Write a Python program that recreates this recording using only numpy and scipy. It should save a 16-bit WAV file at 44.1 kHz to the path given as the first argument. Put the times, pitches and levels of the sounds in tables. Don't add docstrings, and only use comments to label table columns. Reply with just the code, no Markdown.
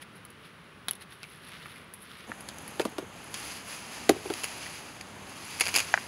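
import sys
import numpy as np
from scipy import signal
from scipy.fft import rfft, irfft, next_fast_len
from scipy.io import wavfile
from scipy.ndimage import uniform_filter1d, map_coordinates

SR = 44100
rng = np.random.default_rng(int(sys.argv[2]) if len(sys.argv) > 2 else 0)


def store_pcm(level_fs):
    pcm = np.round(np.clip(level_fs, -1, 1) * 32767).astype(np.int16)
    wavfile.write(sys.argv[1], SR, np.atleast_2d(pcm).T)


N = 267819

CUT_S = 2.268
SLIP_HZ, SLIP_SPREAD_OCT = 2390, 0.16
# frequency_hz, level_db
CRISP_SPECTRUM = [(3000, -25), (7500, -23), (9300, -3.5), (10500, 3.5), (11500, -1.5), (13000, -22),
                  (16000, -13)]
# peak_s, level_db, rise_s, fall_s (each over 10 dB), crisp_db
SLEEVE_STROKES = [(2.42, -62, 0.4, 0.3, 2), (2.71, -56.5, 0.2, 0.33, 1.5), (3.22, -56, 0.13, 0.54, -5),
                  (3.37, -46.5, 0.05, .15, -5), (3.52, -45.5, 0.12, 0.11, -5),
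                  (3.701, -45.5, .05, 0.15, -5), (3.97, -47.5, 0.19, 0.25, -22),
                  (4.41, -46, 0.23, .2, -6.5), (4.64, -47.5, 0.31, .36, -13), (5.74, -43, 0.41, 0.38, -10)]


def amp(db):
    return 10 ** (np.asarray(db) / 20)


def unit(x):
    return x / np.sqrt(np.mean(x ** 2) + 1e-20)


def gain_at(spectrum, hz):
    points_hz, db = np.transpose(spectrum)
    return amp(np.interp(np.log(hz + 1), np.log(points_hz), db))


def wobble(rate_hz):
    points = rng.standard_normal(int(N * rate_hz / SR) + 4)
    return map_coordinates(points, [np.arange(N) * rate_hz / SR])


def filtered(x, response):
    size = next_fast_len(N + SR // 2)
    return irfft(rfft(x, size) * response(np.fft.rfftfreq(size, 1 / SR)), size)[:N]


def coloured(x, spectrum, size=4096):
    cepstrum = irfft(np.log(gain_at(spectrum, np.fft.rfftfreq(size, 1 / SR))))
    cepstrum[1:size // 2] *= 2
    cepstrum[size // 2 + 1:] = 0
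    response = irfft(np.exp(rfft(cepstrum)))
    return signal.fftconvolve(x, response / np.linalg.norm(response))[:N]


def softened(x, cutoff_hz):
    return signal.lfilter(*signal.butter(2, min(cutoff_hz, SR / 2 - 1), fs=SR), x)


def fade(t, t60):
    return np.exp(-np.log(1000) * t / max(t60, 1e-4))


def add(track, start_s, sound):
    part = track[max(round(start_s * SR), 0):][:len(sound)]
    part += sound[:len(part)]


def swells(strokes, shape=1.55):
    t, power = np.arange(N) / SR, np.zeros(N)
    for peak_s, db, rise_s, fall_s in strokes:
        from_peak = np.abs((t - peak_s) / np.where(t < peak_s, rise_s, fall_s))
        power += amp(db - 10 * from_peak ** shape) ** 2
    return np.sqrt(power)


def air(spectrum, drift_db):
    rush = filtered(rng.standard_normal(N), lambda hz: gain_at(spectrum, hz))
    return unit(rush) * amp(drift_db * wobble(4.94))


def friction(spectrum, grain_db, flutter_db):
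    slips = rng.standard_normal(N) * amp(grain_db * wobble(900) + flutter_db * wobble(35))
    return unit(coloured(slips, spectrum))


def leaves():
    # peak_s, level_db, slope_s (10 dB rise or fall, sign ignored), crisp_db
    brushes = [(.025, -46.5, -0.01, -1.5), (.167, -63.5, .028, 4), (.46, -58, -0.05, -8),
               (1.022, -48.5, -0.0152, -2.5), (1.129, -52, 0.03, -4), (1.34, -56, 0.17, -4.5),
               (1.495, -52, 0.06, -5), (1.56, -51, 0.08, -22), (1.71, -54, 0.1, -2.5),
               (2.025, -62, 0.03, 9), (2.15, -54.5, 0.2, -8)]
    # frequency_hz, level_db
    leaf_spectrum = [(400, -23), (1400, 4), (2400, 3.5), (3700, 2), (5000, -5.5), (7800, -20), (10500, -11),
                     (13000, -22), (16000, -20)]
    soft = swells([(s, db, slope_s, slope_s) for s, db, slope_s, _ in brushes])
    crisp = swells([(s, db + crisp_db, slope_s, slope_s) for s, db, slope_s, crisp_db in brushes])
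    rustle = amp(2) * soft * friction(leaf_spectrum, grain_db=3.5, flutter_db=1.5)
    return rustle + crisp * friction(CRISP_SPECTRUM, grain_db=5, flutter_db=1)


def fracture(t, t60, tail_db, tail_t60, grain_db):
    grain = unit(uniform_filter1d(rng.standard_normal(len(t)), size=24))
    attack = 1 - np.exp(-(t / 0.00046) ** 2)
    envelope = attack * (fade(t, t60) + amp(tail_db) * fade(t, tail_t60))
    burst = amp(grain_db * grain) * rng.standard_normal(len(t)) * envelope
    return unit(burst) * np.sqrt(np.mean(envelope ** 2))


def snaps(events, spectrum, cutoff_ratio, body_db, ring_db, **decay):
    body, rings, edges = np.zeros((3, N))
    t = np.arange(SR // 6) / SR
    for start_s, db, pitch_hz, crisp_db in events:
        burst = fracture(t, grain_db=6.5, **decay)
        dulled = softened(burst, cutoff_ratio * pitch_hz)
        ring = signal.lfilter(*signal.iirpeak(pitch_hz, Q=6, fs=SR), burst)
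        add(body, start_s, amp(db + body_db) * dulled)
        add(rings, start_s, amp(db + ring_db) * unit(ring) * np.std(burst))
        add(edges, start_s, amp(db + crisp_db + 3.5) * fracture(t, grain_db=4.5, **decay))
    return coloured(body, spectrum) + rings + coloured(edges, CRISP_SPECTRUM)


def stems():
    # start_s, level_db, pitch_hz, crisp_db
    breaks = [(0.251, -45.5, 4150, 6.5), (0.3025, -49, 4100, 4), (0.8832, -15, 3300, -12),
              (0.9098, -25.5, 2860, 2.5), (0.933, -34, 3550, -11), (0.952, -41, 3500, 0.5),
              (1.231, -25.5, 2300, -22), (1.657, -29.5, 1250, -23), (1.758, -34.5, 2100, -20),
              (1.9375, -43, 3480, 11)]
    # frequency_hz, level_db
    stem_spectrum = [(25, -43), (120, -13), (750, -9.5), (1400, -4.5), (2400, -1), (3500, -9.5),
                     (5000, -10), (7500, -9), (12000, -17), (16000, -28)]
    return snaps(breaks, stem_spectrum, cutoff_ratio=1.24, body_db=-3.5, ring_db=-5,
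                 t60=0.011, tail_db=-17, tail_t60=0.083)


def sleeve(rubbing):
    # frequency_hz, level_db
    rub_spectrum = [(300, -12.5), (800, -0.5), (1800, 1), (2650, 4.5), (3750, -4), (4900, 2), (5550, -5.5),
                    (6300, -1), (7200, -5), (8200, -12), (10600, -1), (11700, -11), (13200, -24),
                    (16000, -18)]
    crisp = swells([(s, db + crisp_db, rise, fall) for s, db, rise, fall, crisp_db in SLEEVE_STROKES])
    rush = amp(4) * rubbing * friction(rub_spectrum, grain_db=1.5, flutter_db=0.86)
    return rush + crisp * friction(CRISP_SPECTRUM, grain_db=7, flutter_db=1)


def hum(pitch_hz, waver_hz):
    # time_s, level_db
    fader = [(2.3, -72), (4.8, -66), (5.15, -53.5), (5.8, -58.5), (6.07, -57)]
    level_db = np.interp(np.arange(N) / SR, *np.transpose(fader)) + 4.1 * wobble(5.7)
    phase = 2 * np.pi * np.cumsum(pitch_hz + waver_hz * wobble(6)) / SR
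    return amp(level_db) * np.sin(phase)


def fruit_drops():
    # start_s, level_db, pitch_ratio (stiffness of the spot), tilt_db_per_octave (hardness)
    landings = [(2.294, -32.5, 0.75, -2.5), (2.796, -19.5, 1.11, 3), (2.8518, -22, 0.77, 2.5),
                (2.9823, -26, 0.91, 4), (3.022, -32, 1.154, -6), (4.092, -6.5, 0.984, -0.5),
                (4.159, -30.5, 1.12, -7), (4.254, -26, 1.16, -5), (4.301, -20.5, 1.05, -1)]
    # base_hz, level_db, t60_s
    bottom_modes = [(78, -29, 0.17), (151, -26, 0.12), (266, -14, 0.1), (318, -3, 0.07), (369, -6, 0.078),
                    (409.4, -3.5, 0.074), (561, -10, 0.0572), (683, -7, 0.047), (814, -11, 0.047),
                    (1100, -19, 0.049), (1262, -14, 0.044), (1543, -13.5, 0.031)]
    # frequency_hz, level_db
    slap_spectrum = [(25, -14), (150, 4.5), (600, 14.5), (1300, 1), (3200, 1), (5000, -6.5), (8000, -10.5),
                     (10300, -6.5), (13000, -17), (16000, -19)]
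    thumps, slaps = np.zeros((2, N))
    t = np.arange(SR // 4) / SR
    for start_s, db, pitch_ratio, tilt in landings:
        for base_hz, mode_db, t60 in bottom_modes:
            attack = 1 - np.exp(-(t * base_hz / 1.98) ** 2)
            level_db = db + mode_db + tilt * np.log2(base_hz / 350) + rng.normal(1.5, 1)
            phase = 2 * np.pi * base_hz * pitch_ratio * (t - 0.006) + rng.normal(0, 0.71)
            add(thumps, start_s, amp(level_db) * attack * fade(t, t60) * np.sin(phase))
        slap = fracture(t, t60=0.01304, tail_db=-10, tail_t60=0.088, grain_db=-0.5)
        add(slaps, start_s, amp(db - 5 + 1.38 * tilt) * slap)
    return thumps + coloured(slaps, slap_spectrum)


def basket_walls(drops):
    t = np.arange(SR // 3) / SR
    attack = 1 - np.exp(-t / 0.011)
    shiver = rng.standard_normal(len(t)) * attack * fade(t, t60=0.54)
    return amp(-22.5) * signal.fftconvolve(drops, shiver / np.linalg.norm(shiver))[:N]


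def knocks(echo_s, rattle_db):
    # start_s, level_db, cutoff_hz (hardness), echo_db (per reflection)
    contacts = [(2.3178, -15.5, 4100, -19.5), (5.9403, 2.5, 7000, -6.5), (5.9572, -26, 2500, -5),
                (5.976, -7, 2600, -14.5)]
    # frequency_hz, level_db
    clack_spectrum = [(100, -29), (480, -13), (640, 1.5), (1000, 0), (1500, 4.5), (1900, 6), (2500, -6.5),
                      (3400, -18), (4500, -22), (5500, -19), (6500, -13.5), (7300, -20), (8200, -51),
                      (16000, -66)]
    clacks, t = np.zeros(N), np.arange(SR // 10) / SR
    for start_s, db, cutoff_hz, echo_db in contacts:
        hit = amp(rattle_db) * rng.standard_normal(len(t)) * fade(t, t60=0.033)
        for k in range(3):
            add(hit, k * echo_s, amp([k * echo_db]))
        add(clacks, start_s, amp(db + 5) * softened(hit, cutoff_hz))
    return coloured(clacks, clack_spectrum)


def stray_ticks(rubbing, count=36, crisp_db=-6.5):
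    times = rng.uniform(CUT_S, (N - 1) / SR, count)
    ticks = []
    for start_s, (size, detune) in zip(times, rng.standard_normal((count, 2))):
        rubbing_db = 20 * np.log10(rubbing[int(start_s * SR)] + 1e-9)
        pitch_hz = SLIP_HZ * 2 ** (SLIP_SPREAD_OCT * detune)
        ticks.append((start_s, rubbing_db + 7.5 + 0.7 * size, pitch_hz, crisp_db))
    return ticks


def creak_slips(max_slips=14, gap_s=0.0083, crisp_db=-14.5):
    # start_s, length_s, midway_db
    creaks = [(2.806, .014, -25.5), (5.655, 0.038, -19.5), (5.7424, 0.061, -14)]
    slips = []
    for start_s, length_s, midway_db in creaks:
        for k, (lag, size, detune) in enumerate(rng.standard_normal((max_slips, 3))):
            progress = k * gap_s / length_s
            if progress < 1:
                slip_s = start_s + (k + 0.16 * lag) * gap_s
                level_db = midway_db - 1.5 * (2 * progress - 1) ** 2 + 0.5 * size
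                pitch_hz = SLIP_HZ * 2 ** (SLIP_SPREAD_OCT * detune)
                slips.append((slip_s, level_db, pitch_hz, crisp_db))
    return slips


def canes(rubbing):
    # start_s, level_db, pitch_hz, crisp_db
    cracks = [(2.407, -40, 2530, -0.5), (2.487, -25.5, 3330, -14), (2.584, -36, 6000, -9),
              (2.678, -41, 1900, 3), (3.341, -21.5, 3070, -14), (4.094, -12.5, 3550, -10.5),
              (4.337, -24, 2800, -12), (4.4345, -21, 2580, -13), (4.442, -18.5, 2570, -11.5),
              (4.659, -27, 1870, -25), (5.0095, -28.5, 2275, -17), (5.598, -23, 6300, -5),
              (5.608, -8, 2200, -12), (5.7605, -10.5, 4800, -8)]
    # frequency_hz, level_db
    crack_spectrum = [(25, -49.5), (100, -14), (400, -4.5), (900, -3.5), (1900, -1), (2650, 1),
                      (3700, -15.5), (4850, 4), (5600, -11.5), (6700, 2), (8200, -12), (12000, -14.5),
                      (16000, -28)]
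    events = cracks + stray_ticks(rubbing) + creak_slips()
    return snaps(events, crack_spectrum, cutoff_ratio=3.5, body_db=-5.5, ring_db=-8.5,
                 t60=0.012, tail_db=-15, tail_t60=0.089)


def scene():
    # frequency_hz, level_db
    vine_air = [(25, -50.5), (60, -7), (170, 1.5), (300, -6), (420, -5.5), (740, -12.5), (900, -10.5),
                (1200, -6), (3000, -13), (5200, -25.5), (7900, -35.5), (10500, -23.5), (12800, -42),
                (16000, -34)]
    # frequency_hz, level_db
    basket_air = [(25, -67), (60, -1.5), (200, 4), (480, -3), (900, -1.5), (2900, -9), (3800, -14.5),
                  (4600, -20.5), (5500, -29.5), (6400, -12.5), (8200, -26.5), (10500, -19.5), (13300, -35),
                  (16000, -36)]
    rubbing = swells([stroke[:4] for stroke in SLEEVE_STROKES])
    vine = amp(-51.5) * air(vine_air, drift_db=-0.8) + leaves()
    basket = amp(-47.5) * air(basket_air, drift_db=0.64) + sleeve(rubbing)
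    basket += hum(pitch_hz=95, waver_hz=3.16)
    crossfade = np.clip((np.arange(N) / SR - CUT_S) / 0.003, 0, 1)
    bed = vine * (1 - crossfade) + basket * crossfade
    drops = fruit_drops()
    impacts = drops + basket_walls(drops) + knocks(echo_s=0.001277, rattle_db=-25.5)
    return (bed + impacts + stems() + canes(rubbing))[None]


def record(dry):
    cutoff_hz = 15700
    return filtered(dry[0], lambda hz: hz < cutoff_hz)[None]


dry = scene()
out = record(dry)
store_pcm(out)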